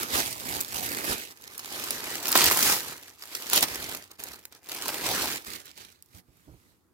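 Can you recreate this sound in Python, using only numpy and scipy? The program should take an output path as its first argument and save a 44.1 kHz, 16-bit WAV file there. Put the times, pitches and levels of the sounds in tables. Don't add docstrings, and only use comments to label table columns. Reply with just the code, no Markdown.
import sys
import numpy as np
from scipy import signal
from scipy.fft import rfft, irfft
from scipy.io import wavfile
from scipy.ndimage import uniform_filter1d, map_coordinates

SR = 44100
rng = np.random.default_rng(int(sys.argv[2]) if len(sys.argv) > 2 else 0)


def store_wav(level_fs):
    pcm = np.round(np.clip(np.atleast_2d(level_fs), -1, 1) * 32767)
    wavfile.write(sys.argv[1], SR, pcm.T.astype(np.int16))


N = 305613
TIME = np.arange(N) / SR


def amp(db):
    return 10 ** (np.asarray(db) / 20)


def unit(x):
    return x / np.sqrt(np.mean(x ** 2) + 1e-20)


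def look_up(table, hz):
    f, value = np.transpose(table)
    return np.interp(np.log(hz + 1), np.log(f + 1), value)


def colour(x, tone, size=2048):
    log_gain = np.log(amp(look_up(tone, abs(np.fft.fftfreq(size, 1 / SR)))))
    taps = np.fft.ifft(np.exp(signal.hilbert(log_gain).conj())).real
    return signal.oaconvolve(x, taps[None] / np.linalg.norm(taps), axes=1)[:, :x.shape[1]]


def drift(rate_hz):
    hz = np.fft.rfftfreq(N, 1 / SR)
    return unit(irfft(rfft(rng.standard_normal(N)) / (1 + (hz / rate_hz) ** 2), N))


def steady(x, seconds):
    size = max(int(seconds * SR), 8)
    power = uniform_filter1d(uniform_filter1d((x ** 2).mean(0), size), size)
    return x / np.sqrt(abs(power) + 1e-9)


def add(mix, start_s, sound):
    part = mix[:, max(round(start_s * SR), 0):][:, :sound.shape[1]]
    part += sound[:, :part.shape[1]]


def noise(likeness, size=N):
    a, b = rng.standard_normal((2, size))
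    return np.array([a, likeness * a + np.sqrt(1 - likeness ** 2) * b])


# f/Hz, level/dB
BACKGROUND_TONE = [(15, -16.5), (40, -10.5), (80, 8), (160, -6), (330, -1.5), (600, -16), (1200, -13),
                   (3000, -34.5), (15500, -27)]
def background(level_db=-68.5):
    return amp(level_db) * unit(colour(noise(0.43), BACKGROUND_TONE))


# f/Hz, fade/s
ECHO_FADE = [(100, 0.15), (1000, 0.24), (5000, 0.039), (16000, 0.18)]
def bedroom(x, echo_db=-16.5, first_echo_s=0.012):
    hz, t, spectrum = signal.stft(noise(0.11, size=SR // 2), SR, nperseg=256)
    fade = amp(-60 * t / look_up(ECHO_FADE, hz)[:, None])
    tail = signal.istft(spectrum * fade, SR, nperseg=256)[1]
    tail *= np.arange(tail.shape[1]) > first_echo_s * SR
    return x + amp(echo_db) * signal.fftconvolve(x, tail / np.linalg.norm(tail[0]), axes=1)[:, :N]


# t/s, delay/ms
BAG_PATH = [(0, 0.33), (.9, 0.34), (1.5, 0.25), (2.3, 0.1), (2.6, 0.11), (3.0, 0.14), (3.4, 0.16),
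            (4.3, 0.18), (4.7, 0.065), (5.3, 0.11), (5.6, 0.49), (6.9, 0.24)]
def place(x, pan_db_per_ms=-12):
    delay_ms = np.interp(TIME, *np.transpose(BAG_PATH))
    left = map_coordinates(x[0], [np.arange(N) - delay_ms * SR / 1000], order=5)
    return np.array([left, x[1]]) * side_gains(pan_db_per_ms)


def side_gains(pan_db_per_ms):
    pan_db = pan_db_per_ms * np.interp(TIME, *np.transpose(BAG_PATH))
    return amp(np.array([pan_db, -pan_db]) / 2)


# turn the bag over, peel it open (2.3 s), tug (3.2 s), reach in (4.1 s),
# draw it off (4.7 s), shake the shirt (6.2 s). Rise and fall are the times to change by swell_db.
# t/s, hold/s, rise/s, fall/s, level/dB, extra folds/dB, extra air/dB, brightness/dB, sliding share/0-1
HAND_MOVES = [(0.0, 0.039, 0.051, 0.078, -34, 3.5, -2, 2.5, 0.35),
              (.147, 0.054, 0.082, 0.06, -26.5, 2.5, -2, 2, 0.63),
              (0.22, 0.059, 0.065, 0.25, -33.5, -5, 0.5, 2.5, 0.28),
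              (0.485, 0.12, 0.17, 0.05, -34.5, 2, 3.5, 4.5, 0.21),
              (0.767, .11, 0.21, 0.085, -33.5, -2, 3, 3, 0.17),
              (0.91, 0.16, 0.14, 0.16, -36.5, 7, -3, 5, 0.22),
              (1.091, 0.043, 0.085, 0.061, -30, 3.5, -1, 3.5, 0.75),
              (1.179, 0.046, 0.025, 0.1, -39.5, -0.5, -5, 2, 0.33),
              (1.255, 0.071, 0.033, .025, -50, 1.5, 2, 1, .3),
              (1.457, 0.21, 0.19, .04, -48.5, 0.5, -2, 1, 0.1),
              (1.744, 0.22, 0.22, 0.054, -37, 1, -3.5, 1, 0.58),
              (2.065, 0.099, 0.37, 0.16, -36, 2.5, -2.5, 0, 0.33),
              (2.287, 0.16, 0.14, 0.091, -30, -0.5, -8, 3, 0.17),
              (2.353, 0.13, 0.0081, 0.042, -22.5, -1.5, -4, -5.5, 0.22),
              (2.512, .1, 0.01, 0.11, -24, -5, -5.5, 5.5, .25),
              (2.646, 0.069, 0.079, .125, -21, -5.5, -7, 5, 0.48),
              (2.794, 0.13, 0.093, 0.12, -40, 1.5, 1.5, 2, 0.35),
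              (3.031, 0.056, .225, 0.14, -50.5, 1.5, -9, 1, 0.33),
              (3.214, .025, 0.054, 0.1, -47.5, -6, -9, 1, .4),
              (3.338, 0.42, 0.13, .064, -40, -2.5, -8, 1.5, 0.46),
              (3.546, 0.031, 0.054, 0.064, -21.5, -4, -10, -1.5, 0.4),
              (3.628, .018, .035, 0.019, -25, -0.5, -2, -1.5, 0.2),
              (3.71, .23, 0.2, 0.13, -38, 2, 3, 1, 0.34),
              (4.111, 0.0085, 0.022, 0.073, -52, 4, -4, 0, 0.06),
              (4.192, 0.14, 0.011, 0.13, -45, 2, 2.5, 2.5, 0.23),
              (4.529, 0.037, 0.042, 0.051, -56.5, 6, -1, -4, 0.23),
              (4.716, 0.19, 0.081, 0.1, -39, 0.5, -6, 1, 0.16),
              (4.856, 0.17, 0.06, 0.33, -37.5, 4.5, -4, 3.5, 0.44),
              (5.061, 0.17, 0.1, 0.16, -29.5, 1.5, 0.5, -1, 0.45),
              (5.28, 0.068, 0.14, 0.081, -33.5, -0.5, -1, 0.5, 0.2),
              (5.466, 0.086, 0.018, 0.12, -41, 0.5, 0, 0.5, 0.33),
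              (5.659, 0.042, 0.018, .05, -50.5, -3, 1, -3.5, 0.34),
              (5.779, 0.039, 0.047, 0.17, -48, -2, 1.5, -1.5, 0.4),
              (6.166, .028, 0.097, 0.021, -53.5, -2, 11, 5, 0.56),
              (6.367, 0.34, .25, 0.16, -67.5, 2.5, 13.5, 5, 0.93)]
def hands(swell_db=20, rest_db=-81.5, steps=3500):
    t = np.linspace(0, N / SR, steps)
    start, hold, rise, fall, level_db, *traits = np.transpose(HAND_MOVES)[:, :, None]
    before = np.maximum(start - t, 0) / rise
    after = np.maximum(t - start - hold, 0) / fall
    power = amp(level_db - swell_db * (before + after)) ** 2
    total = power.sum(0) + 1e-30
    total_db = 10 * np.log10(total + amp(rest_db) ** 2)
    blends = [(trait * power).sum(0) / total for trait in traits]
    return [np.interp(TIME, t, curve) for curve in [total_db] + blends]


# f/Hz, level/dB
PUFF_TONE = [(15, -27), (30, -5), (50, -0.5), (75, 2), (140, -0.5), (200, -5), (300, -5), (800, -53),
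             (3000, -68)]
def air_puffs(push_db, gain_db=-17.5):
    return amp(push_db + gain_db) * steady(colour(noise(0.57), PUFF_TONE, size=8192), 0.047)


# f/Hz, level/dB
CLOTH_TONE = [(20, -3), (50, 15.5), (120, 6), (200, -4), (300, -1.5), (450, -9), (1000, -20), (4000, -55)]
# t/s, relative peak/dB, time to peak/s
CLOTH_FLAPS = [(0.136, -38.5, 0.0067), (1.09, -38, 0.013), (2.428, -39, 0.025), (3.71, -48.5, 0.0066),
               (5.468, -52, 0.0081), (6.14, -51.5, 0.0089), (6.282, -55, 0.0076), (6.47, -48.5, 0.022),
               (6.535, -49.5, 0.006)]
def cloth_flaps(size=8192):
    out = np.zeros((2, N))
    for start_s, peak_db, swell_s in CLOTH_FLAPS:
        age = np.arange(size) / SR / swell_s
        thud = steady(colour(noise(1.0, size), CLOTH_TONE), 0.027)
        add(out, start_s, amp(peak_db) * age * np.exp(1 - age) * thud)
    return out


def buckle(ring_s, ring_db, likeness, ripple_db=2.5, spread_ms=0.073, size=1024):
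    t, hz = np.arange(size) / SR, np.fft.rfftfreq(size, 1 / SR)
    shiver = noise(likeness, size) * amp(-60 * t / ring_s)
    click = amp(ring_db) * shiver / np.linalg.norm(shiver[0])
    click[:, 0] += rng.choice([-1, 1])
    ripple = np.interp(np.sqrt(hz), np.linspace(0, np.sqrt(SR / 2), 22), rng.standard_normal(22))
    delay_s = np.array([[spread_ms * rng.standard_normal() / 1000], [0]]) + 24 / SR
    click = irfft(rfft(click) * amp(ripple_db * ripple) * np.exp(-2j * np.pi * hz * delay_s))
    return unit(click) / np.sqrt(size)


def swarm(per_s, spread_db, ring_s, ring_db, likeness, kinds=48):
    chance = rng.random(N)
    strength = amp(spread_db * np.minimum(rng.exponential(1, N), 3.9))
    kind = rng.integers(0, kinds, N)
    clicks = [buckle(ring_s, ring_db, likeness) for _ in range(kinds)]
    out = np.zeros((2, N))
    for k in np.flatnonzero(chance < per_s / SR):
        add(out, k / SR, strength[k] * clicks[kind[k]])
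    return out


def flex(x, depth_db, seconds=0.05, width_hz=520):
    spectrum = signal.stft(x, SR, nperseg=256)[2]
    patches = rng.standard_normal(spectrum.shape[1:])
    patches = uniform_filter1d(patches, round(seconds * SR / 128), axis=1)
    patches = uniform_filter1d(patches, round(width_hz * 256 / SR), axis=0)
    return signal.istft(spectrum * amp(depth_db * unit(patches)), SR, nperseg=256)[1][:, :N]


# f/Hz, level/dB
FOLD_TONE = [(30, -37), (100, -18), (170, -10), (260, 0.5), (370, 2.5), (480, -1), (650, -10), (1200, -30),
             (5000, -59.5)]
def broad_folds(per_s, clumps):
    clicks = swarm(per_s, spread_db=4.5, ring_s=0.017, ring_db=-1.5, likeness=0.99)
    return steady(colour(clicks, FOLD_TONE) * amp(2.7 * clumps), 0.025)


# f/Hz, level/dB
CRUNCH_TONE = [(150, -28), (450, -2.5), (650, 2.5), (820, 4), (1150, 4), (1500, 3), (2100, 3.5), (2700, -3),
               (4500, -15.5), (12000, -33)]
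def wide_creases(per_s, clumps):
    clicks = swarm(per_s, spread_db=1.5, ring_s=0.02, ring_db=-2.0, likeness=0.85)
    crunch = colour(clicks, CRUNCH_TONE) * amp(2.0 * clumps)
    return steady(flex(crunch, depth_db=3.5), 0.028)


# f/Hz, level/dB
SLIDE_TONE = [(300, -26), (1300, -7), (2400, 2.5), (4200, 5), (6400, 2), (9400, -2.5), (12800, 1),
              (15400, -5), (17000, -17.5)]
def sliding_film(clumps):
    return steady(colour(noise(0.033), SLIDE_TONE) * amp(0.2 * clumps), 0.032)


# f/Hz, level/dB
CREASE_TONE = [(300, -24), (1300, -15), (2400, 2.5), (3200, 2), (4600, 4.5), (6400, 2.5), (9400, -0.5),
               (12400, 1.5), (15400, -0.5), (16500, -18.5), (19000, -27.5)]
def tiny_creases(per_s, clumps):
    clicks = swarm(per_s, spread_db=4.0, ring_s=0.022, ring_db=-4.0, likeness=0.38)
    return steady(colour(clicks, CREASE_TONE) * amp(3.0 * clumps), 0.053)


def bag_rustle(level_db, folds_db, bright_db, sliding):
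    clumps = drift(rate_hz=39)
    per_s = 900 * amp(0.45 * (np.clip(level_db, -65, -20) + 38))
    film = np.sqrt(1 - sliding) * tiny_creases(per_s, clumps) + np.sqrt(sliding) * sliding_film(clumps)
    dull = signal.sosfiltfilt(signal.butter(2, 7000, fs=SR, output="sos"), film)
    film = amp(-bright_db / 2) * dull + amp(bright_db / 2) * (film - dull)
    crunch = amp(0.48 * folds_db - 6.0) * wide_creases(per_s + 900, clumps)
    folds = amp(folds_db - 12.5) * broad_folds(per_s + 500, clumps)
    crackle = steady(flex(film, depth_db=1.62), 0.15)
    return amp(level_db) * (crackle + crunch + folds)


# f/Hz, level/dB
POP_TONE = [(80, -27.5), (200, -17), (300, 2), (600, 0.5), (1000, 3), (1500, 3), (2200, -4.5), (3200, -8.5),
            (8000, -36)]
def flap_pop(peak_s=2.3572, pop_db=-13.5, swell_s=0.0026, size=2048):
    t = (np.arange(size) - size / 2) / SR
    burst = steady(colour(noise(0.97, size), POP_TONE), 0.003) * np.exp(-0.5 * (t / swell_s) ** 2)
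    out = np.zeros((2, N))
    add(out, peak_s - size / 2 / SR, amp(pop_db) * burst)
    return out


# f/Hz, level/dB
KNOCK_TONE = [(60, -32), (200, -12.5), (350, 1), (550, -2.5), (900, -2), (1400, 6), (2200, 0.5),
              (3500, -15), (9000, -36.5)]
# t/s, relative level/dB, extra knock/dB, share that runs along the crease/0-1
SNAPS_AND_TICKS = [(0.0315, -29.5, -5.5, .2), (0.1666, -30.5, -7, .6), (0.188, -28, -11, .3),
                   (0.6057, -27.5, -20.5, .2), (0.6101, -24, -21, .4), (.647, -34.5, -7, .2),
                   (0.7438, -31.5, -8, .4), (0.948, -31.5, -2, .3), (.9855, -33, 0, 0.9),
                   (1.421, -46, -15, .5), (1.5374, -50, -18, .3), (1.5789, -33.5, -25, .3),
                   (1.5932, -35.5, -3, .5), (1.658, -37, -7, .2), (1.841, -32, -22, .5),
                   (1.9067, -23, -11.5, 0.4), (2.1544, -30.5, -13, 0.5), (2.2556, -28, -1, .3),
                   (2.2817, -27, -17, .3), (2.289, -25, -19.5, .3), (2.3177, -21, -21, .3),
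                   (2.327, -20, -3.5, .3), (2.353, -21.5, -14.5, .8), (2.3604, -17, -19, .6),
                   (2.375, -14.5, -11, .6), (2.4053, -22, -12, .7), (2.4157, -25, -4, 0.6),
                   (2.426, -24, -2, 0.6), (2.4412, -15.5, -9.5, .6), (2.458, -19, -18.5, 0.2),
                   (2.4654, -21, -9, 0.6), (2.4737, -20, -6.5, .7), (2.4825, -23, 3, 0.7),
                   (2.5001, -23.5, -1, 0.4), (2.5114, -22, 7.5, .8), (2.591, -23, -15, .7),
                   (2.9233, -48, 8, .5), (3.0806, -45.5, -2, .3), (3.2226, -37.5, -4, .6),
                   (3.2368, -42.5, 2.5, .2), (3.35, -27.5, -10, 0.7), (3.4992, -27.5, -9.5, .15),
                   (3.5327, -17, -7.5, 0.25), (3.5382, -23, -13.5, .5), (3.559, -17, -11, .6),
                   (3.594, -31, -17, .2), (3.608, -25, -13.5, .3), (3.6262, -18.5, -12.5, .6),
                   (3.9488, -31.5, -5, .3), (4.04, -48, -5, .3), (4.1142, -46, -9, .4),
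                   (4.1965, -43, -15, .4), (4.2372, -31, -15, .4), (4.4528, -37.5, -6, 0.4),
                   (4.5239, -48, -1, .3), (4.5504, -51, -14, .2), (4.6615, -59, -4, .6),
                   (4.689, -35.5, -14, .4), (4.6953, -36.5, -6, .2), (4.7161, -36.5, -3, .4),
                   (4.748, -33, -9, .5), (4.8222, -31, -3.5, 0.5), (4.8818, -27, -9, 0.1),
                   (4.8888, -28, 0.5, .6), (4.944, -29.5, -5, .3), (5.448, -45.5, -3, .15),
                   (5.5527, -42, -15, 0.4), (5.6564, -45.5, -17, .6), (5.92, -57, -14, .3),
                   (6.0239, -46.5, -25, 0.25), (6.06, -61, -16, .3), (6.37, -63, -18, .3)]
def snaps_and_ticks(crack_db=1.0, knock_db=-5.0, ring_s=0.0092, run_s=0.033, span_s=0.0044):
    out = np.zeros((2, N))
    for start_s, level_db, extra_db, run in SNAPS_AND_TICKS:
        run = np.clip(run, 0.15, 0.9)
        length_s = ring_s + run_s * run
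        shiver_db = 10 * np.log10(run / (1 - run)) + 3.5
        db_per_octave = 0.47 * np.clip(-extra_db - 2.5, 0, 16)
        thin_tone = [(hz, db + db_per_octave * np.log2(hz / 7000)) for hz, db in CREASE_TONE]
        crack = buckle(length_s, shiver_db, likeness=0.85, ripple_db=1.5)
        crack = amp(crack_db) * unit(colour(crack, thin_tone, size=512))
        knock = buckle(length_s, shiver_db + 0.5, likeness=0.63, ripple_db=-3.0)
        knock = amp(knock_db + extra_db) * unit(colour(knock, KNOCK_TONE, size=1024))
        snap = (crack + knock) * np.sqrt(span_s * SR / crack.shape[1])
        add(out, start_s, amp(level_db) * snap)
    return out


def scene():
    level_db, folds_db, air_db, bright_db, sliding = hands()
    bag = bag_rustle(level_db, folds_db, bright_db, sliding) + snaps_and_ticks() + flap_pop()
    air = air_puffs(level_db + air_db) + cloth_flaps()
    air *= side_gains(pan_db_per_ms=-7.2)
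    return bedroom(place(bag + air)) + background()


# f/Hz, difference/dB
MIC_BALANCE = [(30, 0), (80, -1.5), (170, -5.5), (400, 0.5), (1300, -0.5), (2800, -1), (6000, -1),
               (9500, -2), (13000, 2), (16000, 2.5)]
def record(dry, low_cut_hz=53, high_cut_hz=16050):
    balance_db = look_up(MIC_BALANCE, np.fft.rfftfreq(N, 1 / SR))
    heard = irfft(rfft(dry) * amp(np.array([balance_db, -balance_db]) / 2), N)
    heard = signal.sosfilt(signal.butter(2, low_cut_hz, "high", fs=SR, output="sos"), heard)
    high_cut = signal.firwin(511, high_cut_hz, window=("kaiser", 9), fs=SR)
    return signal.oaconvolve(np.clip(heard, -1, 1), high_cut[None], "same")


dry = scene()
out = record(dry)
store_wav(out)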